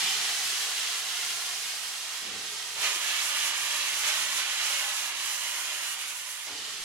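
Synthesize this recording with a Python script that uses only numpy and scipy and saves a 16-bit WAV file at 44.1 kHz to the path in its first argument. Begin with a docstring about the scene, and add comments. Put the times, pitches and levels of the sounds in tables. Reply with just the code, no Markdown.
"""A steam locomotive creeps past with its cylinder cocks open, over the rumble of boiler and wheels.
First the rear cock blows: band-split turbulent noise, with running-gear knocks and a soft stack chuff.
Near 2.8 s the front cock opens with a whoosh; its jet surges, flickers and half whistles as the pressure sags.
Near 6.5 s a chuff sounds and the rear jet returns, until the end. Gliding echoes comb both jets throughout."""
import sys
import numpy as np
from scipy import signal
from scipy.fft import rfft, irfft
from scipy.io import wavfile
from scipy.ndimage import uniform_filter1d

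SR = 44100
rng = np.random.default_rng(int(sys.argv[2]) if len(sys.argv) > 2 else 0)


def dump_mix(stems):
    """Bounce the given channels to the path in sys.argv[1] as a 16-bit WAV at rate SR."""
    frames = np.atleast_2d(stems).T  # one column per channel
    limited = np.clip(frames, -1, 1)  # hard clip at full scale
    pcm = np.round(limited * 32767).astype(np.int16)
    wavfile.write(sys.argv[1], SR, pcm)


N = 301644
TIME = np.arange(N) / SR
FREQS = np.maximum(np.fft.rfftfreq(N, 1 / SR), 1)

# Boiler and wheels, before the fixed gains of roar and hum: t/s, level/dB
RUMBLE_LEVEL = [(0.0, -62), (.4, -67), (.9, -72), (1.25, -68), (2.1, -73), (2.5, -68), (3.1, -69),
                (3.7, -70), (4.45, -66.5), (5.1, -72), (5.9, -71), (6.3, -75.5), (6.5, -73), (6.84, -62)]
# Relative spectral density of the rumble: f/Hz, level/dB
RUMBLE_SPECTRUM = [(25, -28), (50, -15), (85, -3), (150, 4), (260, -4.5), (340, 0), (450, 2.5), (700, -25)]
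# Knocks of the running gear: t/s, level/dB, f/Hz, width/Hz, decay/s
GEAR_KNOCKS = [(.005, -58, 190, 90, .05), (.165, -61, 200, 90, .035), (.277, -35.5, 1730, 150, .016),
               (1.27, -68, 140, 80, .05), (2.315, -59, 335, 140, 0.025), (2.345, -63, 105, 40, .03),
               (2.945, -53, 360, 140, 0.017), (6.484, -45, 940, 150, 0.013), (6.49, -48, 1420, 120, .04)]
# Puffs of exhaust and the whoosh of a valve opening:
# t/s, level/dB, rise/s, decay/s, boom f/Hz, then boom, ring and bark re the puff/dB
PUFFS = [(2.185, -52, 0.15, 0.091, 204, -6, -6.5, -25), (2.755, -62, 0.045, 0.089, 142, -.5, -2.5, 16.5),
         (6.452, -53.3, 0.078, 0.12, 290, -5.5, -10.5, 2.5)]
# Relative spectral density of the puffs: f/Hz, level/dB
PUFF_SPECTRUM = [(40, -26), (85, -1.5), (150, -7), (330, 1.5), (490, 2.5), (600, -5), (1000, -12),
                 (1600, -30)]
# Stack and smokebox resonances, each applied twice: f/Hz, width of one pass/Hz, relative level/dB
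STACK_MODES = [(129, 120, -6), (426, 62, 7)]
# Half whistles of the jet: t/s, length/s, f/Hz, width/Hz, level/dB
WHISTLE_TONES = [(0.08, .17, 3210, 650, -36.5), (.8, .2, 2950, 130, -44), (1.12, .3, 2870, 120, -46),
                 (3.12, 0.28, 3000, 600, -42), (4.7, 0.28, 2720, 380, -43.5), (5.35, 0.38, 2880, 200, -50),
                 (5.88, .35, 2920, 160, -48), (6.72, 0.3, 3370, 200, -55)]
# Strokes blown through each cock: opens t/s, closes t/s, hiss level/dB, hold/s, sag/(dB/s), most sag/dB
REAR_BLOWS = [(-.05, 2.79, -31, 0.18, 4, 7.5), (6.48, 7.0, -38.5, .5, 3.7, 7.4)]
FRONT_BLOWS = [(2.8, 6.48, -33, 1.75, 3.65, 9.5)]
# Relative spectral density of each jet before its bands are levelled: f/Hz, level/dB
REAR_SPECTRUM = [(40, -55), (260, -26), (340, -20), (440, -13.5), (560, -15.5), (750, -7.5), (900, -9),
                 (1150, -6), (1800, -4), (2450, -3), (3100, -1.5), (4500, -2.5), (6500, -3.5), (8500, -7),
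                 (10700, -9), (16000, -25)]
FRONT_SPECTRUM = [(40, -64), (290, -23), (400, -17), (480, -18.5), (600, -10), (720, -11), (850, -7.5),
                  (1000, -4.5), (1200, -3.5), (1500, -2), (2000, 0.5), (2900, 1.3), (3400, -0.5),
                  (3800, -1), (4700, -3.5), (6600, -2.5), (8800, -7.5), (10900, -6.5), (13000, -15.5),
                  (16000, -23.5)]
# Paths to the two microphones: f/Hz, common share (0-1), left minus right level/dB, left lag/rad
REAR_STEREO = [(300, 1, 0, -0.3), (1100, 0.84, -2.5, -0.26), (2200, 0.38, -2, 0.34), (3180, 0.31, -4, 1),
               (4360, 0.2, -2.5, 0.058), (6700, 0.22, -4.5, 0.28), (10500, 0.62, -3, -0.58),
               (15000, .45, -2.5, -0.44)]
FRONT_STEREO = [(300, 0.75, -1.5, 0.14), (1100, 0.89, -1.5, 0.44), (2170, 0.8, -3, 1.2),
                (3200, 0.42, -5.5, 1.97), (4360, 0.044, -3, 1.3), (6400, 0.1, -8, 3.4),
                (8500, 0.52, -2, 5.2), (10500, 0.62, -4, 6.4), (15000, .6, -1, 6.5)]
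# The rear cock swings to the right, then slightly back: t/s, left minus right level/dB
REAR_BALANCE = [(0, 1.5), (2.7, -0.5), (6.84, -0.2)]
# Gliding echo delays: t/s, ballast delay/ms, rail-bed delay/ms
REAR_GROUND = [(0, 2.6, 3.2), (1.2, 2.9, 3.22), (2.0, 2.1, 3.5), (2.7, 2.2, 3.5), (6.84, 3.8, 4)]
FRONT_GROUND = [(2.8, 2.7, 3.7), (3.5, 3.35, 3.7), (4.2, 3.4, 4.25), (5.0, 3.56, 4.45), (6.399, 3.9, 4.65)]
# Steady reflections close to the microphones: delay/ms, gain
CLOSE_REFLECTIONS = [(0.702, 0.017), (0.978, 0.056)]
# Drain pipes ringing under the jets: f/Hz, width/Hz, level re the plain hiss/dB
PIPE_MODES = [(1706, 40, -14), (2830, 100, -15), (3270, 140, -14)]
# Surges and chokes of the whole jet: t/s, length/s, level/dB
FLOW_SURGES = [(.07, 0.13, 0), (1.35, 0.34, 1), (1.72, 0.2, 1), (2.785, .04, -1), (2.848, 0.1, 3.5),
               (2.99, 0.034, -2), (3.24, .08, 0.5), (3.66, 0.19, -0.2), (4.1, 0.092, 2), (4.39, .05, 2),
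               (4.46, .06, -1), (4.6, .05, 1), (4.7, 0.17, 2), (4.84, .05, 1), (5.04, 0.18, -0.8),
               (5.62, 0.36, 0.6), (5.85, 0.051, 2), (6.02, .05, 1), (6.11, .04, 0.8), (6.3, 0.53, -2.5)]
# Quick flickers of the fizz, mostly brighter and a few duller: t/s, length/s, fizz level/dB
FIZZ_FLICKERS = [(2.95, .03, 1), (3.26, 0.13, 2.5), (3.38, .04, 3.5), (3.47, .07, 3.5), (4.0, .05, 2.5),
                 (4.08, .07, 2), (4.21, 0.072, 3.5), (4.36, 0.063, 3), (4.67, 0.052, 2), (5.39, 0.12, 1.5),
                 (5.54, .05, 0), (5.77, .04, -1.5), (5.84, 0.038, -1.5), (5.92, 0.046, 1.5),
                 (6.01, .035, 1), (6.09, 0.047, 2), (6.17, 0.036, 1.5), (6.3, .05, 4.5)]
# The fizz dulls for a moment: t/s, length/s, level/dB
FIZZ_DULLINGS = [(2.33, 0.17, -3.2), (2.62, 0.46, -1.5), (2.795, .04, 0), (3.53, .05, -3),
                 (4.53, 0.24, -1.5), (5.14, 0.039, -4), (5.72, .06, -1.5), (5.8, .03, -1),
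                 (5.97, .04, -2.5), (6.05, .03, -2), (6.23, .06, -0.5), (6.6, 0.37, -2)]
# The front jet sounds hollow for a while: t/s, length/s, f/Hz, width/Hz, level/dB
HOLLOW_BANDS = [(5.7, .7, 3800, 350, -3.5), (5.65, .45, 2650, 200, -2)]

VALVE_S = 0.1  # time that a valve takes to open or close
SIZZLE_SHARE = 0.45  # the upper hiss follows the fizz, dB per dB
TOP_DULLING = 1.3  # extra dip of the highest fizz, dB per dB
PUFF_FLUTTER_DB = 1.5  # spread of the ragged puff level
TOP_HZ = 15800  # upper limit of the sound


def undb(db):
    """Logarithmic law: level in decibels to amplitude gain."""
    return 10 ** (np.asarray(db) / 20)


def unit(x):
    """Normalization: the sound is scaled so that the mean of its channels has rms 1."""
    return x / np.std(np.atleast_2d(x).mean(axis=0))


def curves(rows):
    """Linear interpolation in time: each column gets one value a sample."""
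    s, *columns = np.transpose(rows)
    return [np.interp(TIME, s, c) for c in columns]


def over_hz(rows):
    """Logarithmic frequency scale: (f/Hz, value) rows are joined along it."""
    hz, value = np.transpose(rows)
    return np.interp(np.log(FREQS), np.log(hz), value)


def shape(x, gain):
    """Linear filtering: each spectral component is multiplied by its gain."""
    return irfft(rfft(x) * gain, N)


def resonance(hz, width):
    """Damped resonance: the complex response has gain 1 at its centre."""
    return 1 / (1 + 1j * (FREQS ** 2 - hz ** 2) / (FREQS * width))


def walk(rate):
    """Smoothed random process: levels held 1 / rate s, slewed twice, spread 1."""
    k = int(SR / rate)
    held = np.repeat(rng.standard_normal(N // k + 1), k)
    return unit(uniform_filter1d(uniform_filter1d(held, k), k)[:N])


def stereo_noise(share):
    """Partial coherence: noise at two microphones has a share common to both."""
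    share = np.clip(share, 0, 1)
    common = shape(rng.standard_normal(N), np.sqrt(share))
    separate = shape(rng.standard_normal((2, N)), np.sqrt(1 - share))
    return common + separate


def delayed(x, ms):
    """Propagation delay: both channels arrive late by a fixed or moving time."""
    place = np.arange(N) - ms * SR / 1000
    return np.array([np.interp(place, np.arange(N), channel, left=0) for channel in x])


def puff(start, rise, decay):
    """Transient envelope: linear growth, then exponential decay."""
    age = TIME - start
    return np.clip(age / rise, 0, 1) * np.exp(-np.maximum(age - rise, 0) / decay)


def swells(rows):
    """Gaussian modulation: smooth level changes in dB; length is the full width at 1/e."""
    return sum(db * np.exp(-(2 * (TIME - s) / length) ** 2) for s, length, db in rows)


def rumble(rumble_db=1, hum_hz=215, hum_width=8, hum_db=-9.0):
    """Broadband and resonant noise: the low roar of boiler and wheels, with a faint wavering hum."""
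    level_db, = curves(RUMBLE_LEVEL)
    roar = unit(shape(stereo_noise(0.78), undb(over_hz(RUMBLE_SPECTRUM))))
    hum = unit(shape(stereo_noise(0.74), resonance(hum_hz, hum_width) ** 2))
    level = undb(level_db + 1.1 * walk(8))
    return level * (undb(rumble_db) * roar + undb(hum_db) * hum)


def knocks(rise_cycles=5.6):
    """Impact excitation: slack in the running gear takes up with dull thuds and short metallic knocks."""
    out = 0
    for s, db, hz, width, decay in GEAR_KNOCKS:
        tone = unit(shape(stereo_noise(0.98), resonance(hz, width) ** 2))
        out = out + undb(db) * puff(s, rise_cycles / hz, decay) * tone
    return out


def chuffs_and_whoosh(linger=3, ring_lag=2.4, bark_hz=760, bark_width=800, bark_rise=0.024):
    """Pulsed flow and resonance: each puff of gas has a boom, a bark and a slower, longer ring."""
    gas = unit(shape(stereo_noise(0.97), undb(over_hz(PUFF_SPECTRUM))))
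    modes = sum(undb(db) * resonance(hz, width) ** 2 for hz, width, db in STACK_MODES)
    ring = unit(shape(stereo_noise(0.83), modes))
    bark = unit(shape(stereo_noise(0.79), resonance(bark_hz, bark_width) ** 2))
    flutter = undb(PUFF_FLUTTER_DB * walk(50))
    out = 0
    for s, db, rise, decay, boom_hz, boom_db, ring_db, bark_db in PUFFS:
        boom = undb(boom_db) * unit(shape(stereo_noise(0.92), resonance(boom_hz, boom_hz / 3) ** 2))
        body = (gas + boom) * flutter * puff(s, rise, decay)
        ringing = undb(ring_db) * ring * puff(s, ring_lag * rise, linger * decay)
        barking = undb(bark_db) * bark * puff(s, bark_rise, decay)
        out = out + undb(db) * (body + ringing + barking)
    return out


def whistles(waver_hz=70, waver_rate=11, flutter_db=2.0, left_db=-4):
    """Edge tone: steam over the lip of a cock sings in a breathy band of wandering pitch and level."""
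    out = 0
    for s, length, hz, width, db in WHISTLE_TONES:
        band = unit(shape(stereo_noise(0.35), resonance(hz, width) ** 2))
        # a changing delay shifts the pitch
        drift_ms = 1000 * np.cumsum(waver_hz * walk(waver_rate)) / (SR * hz)
        level = undb(db + flutter_db * walk(30)) * swells([(s, length, 1)])
        out = out + level * delayed(band, drift_ms)
    return out * undb(np.array([[left_db], [-left_db]]) / 2)


def blow(strokes):
    """Expansion of steam: the valve opens, pressure holds, then sags; returns gain and dB of sag."""
    power, spent_db = 0, 0
    for opens, closes, db, hold, sag_db_per_s, most_db in strokes:
        valve = np.clip(.5 + np.minimum(TIME - opens, closes - TIME) / VALVE_S, 0, 1)
        sag_db = np.clip(sag_db_per_s * (TIME - opens - hold), 0, most_db)
        power = power + valve * undb(db - sag_db) ** 2
        spent_db = spent_db + valve * sag_db
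    return np.sqrt(power), spent_db


def at_microphones(spectrum, path):
    """Stereo cues: level, phase and coherence between two microphones vary with frequency."""
    hz, *columns = np.transpose(path)
    share, shade_db, lag = (over_hz(np.column_stack([hz, c])) for c in columns)
    left = undb(shade_db) * np.exp(-1j * lag)
    # the spectrum is that of both microphones together
    together = np.sqrt(1 + abs(left) ** 2 + 2 * np.clip(share, 0, .95) * left.real)
    pair = np.array([left, np.ones_like(left)])
    return shape(stereo_noise(share), pair * undb(over_hz(spectrum)) / together)


def ground(x, echoes, ballast=0.06, rail_bed=-0.11, dull_hz=4500):
    """Comb interference: dull echoes add to the hiss, and the comb moves as their delays glide."""
    ballast_ms, rail_bed_ms = curves(echoes)
    dull = shape(x, 1 / np.sqrt(1 + (FREQS / dull_hz) ** 4))
    near = sum(gain * delayed(dull, ms) for ms, gain in CLOSE_REFLECTIONS)
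    return x + near + ballast * delayed(dull, ballast_ms) + rail_bed * delayed(dull, rail_bed_ms)


def off_metal(x, gain=0.1, glint_hz=7, count=12):
    """Scattering: wheels, rods and frames return drifting echoes that come and go behind the steam."""
    paths = rng.uniform((1.1, -.4), (6.5, .4), (count, 2))  # delay/ms, drift/(ms/s)
    out = 0
    for k, (ms, drift) in enumerate(paths):
        sides = np.array([[1], [(-1) ** k]])  # every other echo is reversed on the right
        moving_ms = ms + drift * (TIME - TIME.mean())
        out = out + sides * walk(glint_hz) * delayed(x, moving_ms)
    return gain * out


def jet(strokes, spectrum, path, echoes, roar_db, fizz_db, roar_per_sag, fizz_per_sag, flutter_db, sputter_db):
    """Turbulent jet: low roar, middle hiss and high fizz; roar and fizz fade less than the hiss."""
    flow, sag_db = blow(strokes)
    pipe = 1 + sum(undb(db) * resonance(hz, width) for hz, width, db in PIPE_MODES)
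    direct = shape(at_microphones(spectrum, path), pipe)
    steam = ground(direct, echoes) + off_metal(direct)

    low = 1 / (1 + (FREQS / 1300) ** 8)
    high = 1 / (1 + (7500 / FREQS) ** 8)
    roar, hiss, fizz = (unit(shape(steam, band)) for band in (low, 1 - low - high, high))
    sizzle = shape(hiss, 1 / (1 + (4800 / FREQS) ** 8))  # upper part of the hiss
    top_fizz = shape(fizz, 1 / (1 + (11500 / FREQS) ** 12))  # upper part of the fizz

    dips_db = swells(FIZZ_DULLINGS)
    flicker_db = swells(FIZZ_FLICKERS) + dips_db + sputter_db * walk(32)
    roar = roar * undb(roar_db + roar_per_sag * sag_db + 0.62 * walk(27.91))
    lower_hiss = (hiss - sizzle) * undb(flutter_db * walk(30))
    sizzle = sizzle * undb(SIZZLE_SHARE * flicker_db + flutter_db * walk(30))
    fizz = fizz - top_fizz + top_fizz * undb(TOP_DULLING * dips_db)
    fizz = fizz * undb(fizz_db + fizz_per_sag * sag_db + flicker_db)
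    surge = undb(swells(FLOW_SURGES) + 0.21 * walk(14))
    return flow * surge * (roar + lower_hiss + sizzle + fizz)


def hollowed(x):
    """Band attenuation: narrow bands of the hiss sink and come back."""
    for s, length, hz, width, db in HOLLOW_BANDS:
        x = x + (undb(swells([(s, length, db)])) - 1) * shape(x, resonance(hz, width))
    return x


def cylinder_cocks():
    """Alternating discharge: the valve hands the steam from the rear cock to the front one and back."""
    swing_db, = curves(REAR_BALANCE)
    rear = jet(REAR_BLOWS, REAR_SPECTRUM, REAR_STEREO, REAR_GROUND, roar_db=-15.0, fizz_db=-8.0,
               roar_per_sag=0.14, fizz_per_sag=0.19, flutter_db=0.43, sputter_db=0.66)
    front = jet(FRONT_BLOWS, FRONT_SPECTRUM, FRONT_STEREO, FRONT_GROUND, roar_db=-12.5, fizz_db=-7.5,
                roar_per_sag=0.13, fizz_per_sag=0.65, flutter_db=0.67, sputter_db=0.97)
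    return rear * undb(np.array([swing_db, -swing_db]) / 2) + hollowed(front)


def scene():
    """Superposition: the engine's sounds lie behind the steam jets."""
    return rumble() + knocks() + chuffs_and_whoosh() + whistles() + cylinder_cocks()


def record(dry):
    """Band limitation: a steep elliptic low-pass removes the extreme treble."""
    return signal.sosfilt(signal.ellip(10, .1, 80, TOP_HZ, fs=SR, output="sos"), dry)


dry = scene()
out = record(dry)
dump_mix(out)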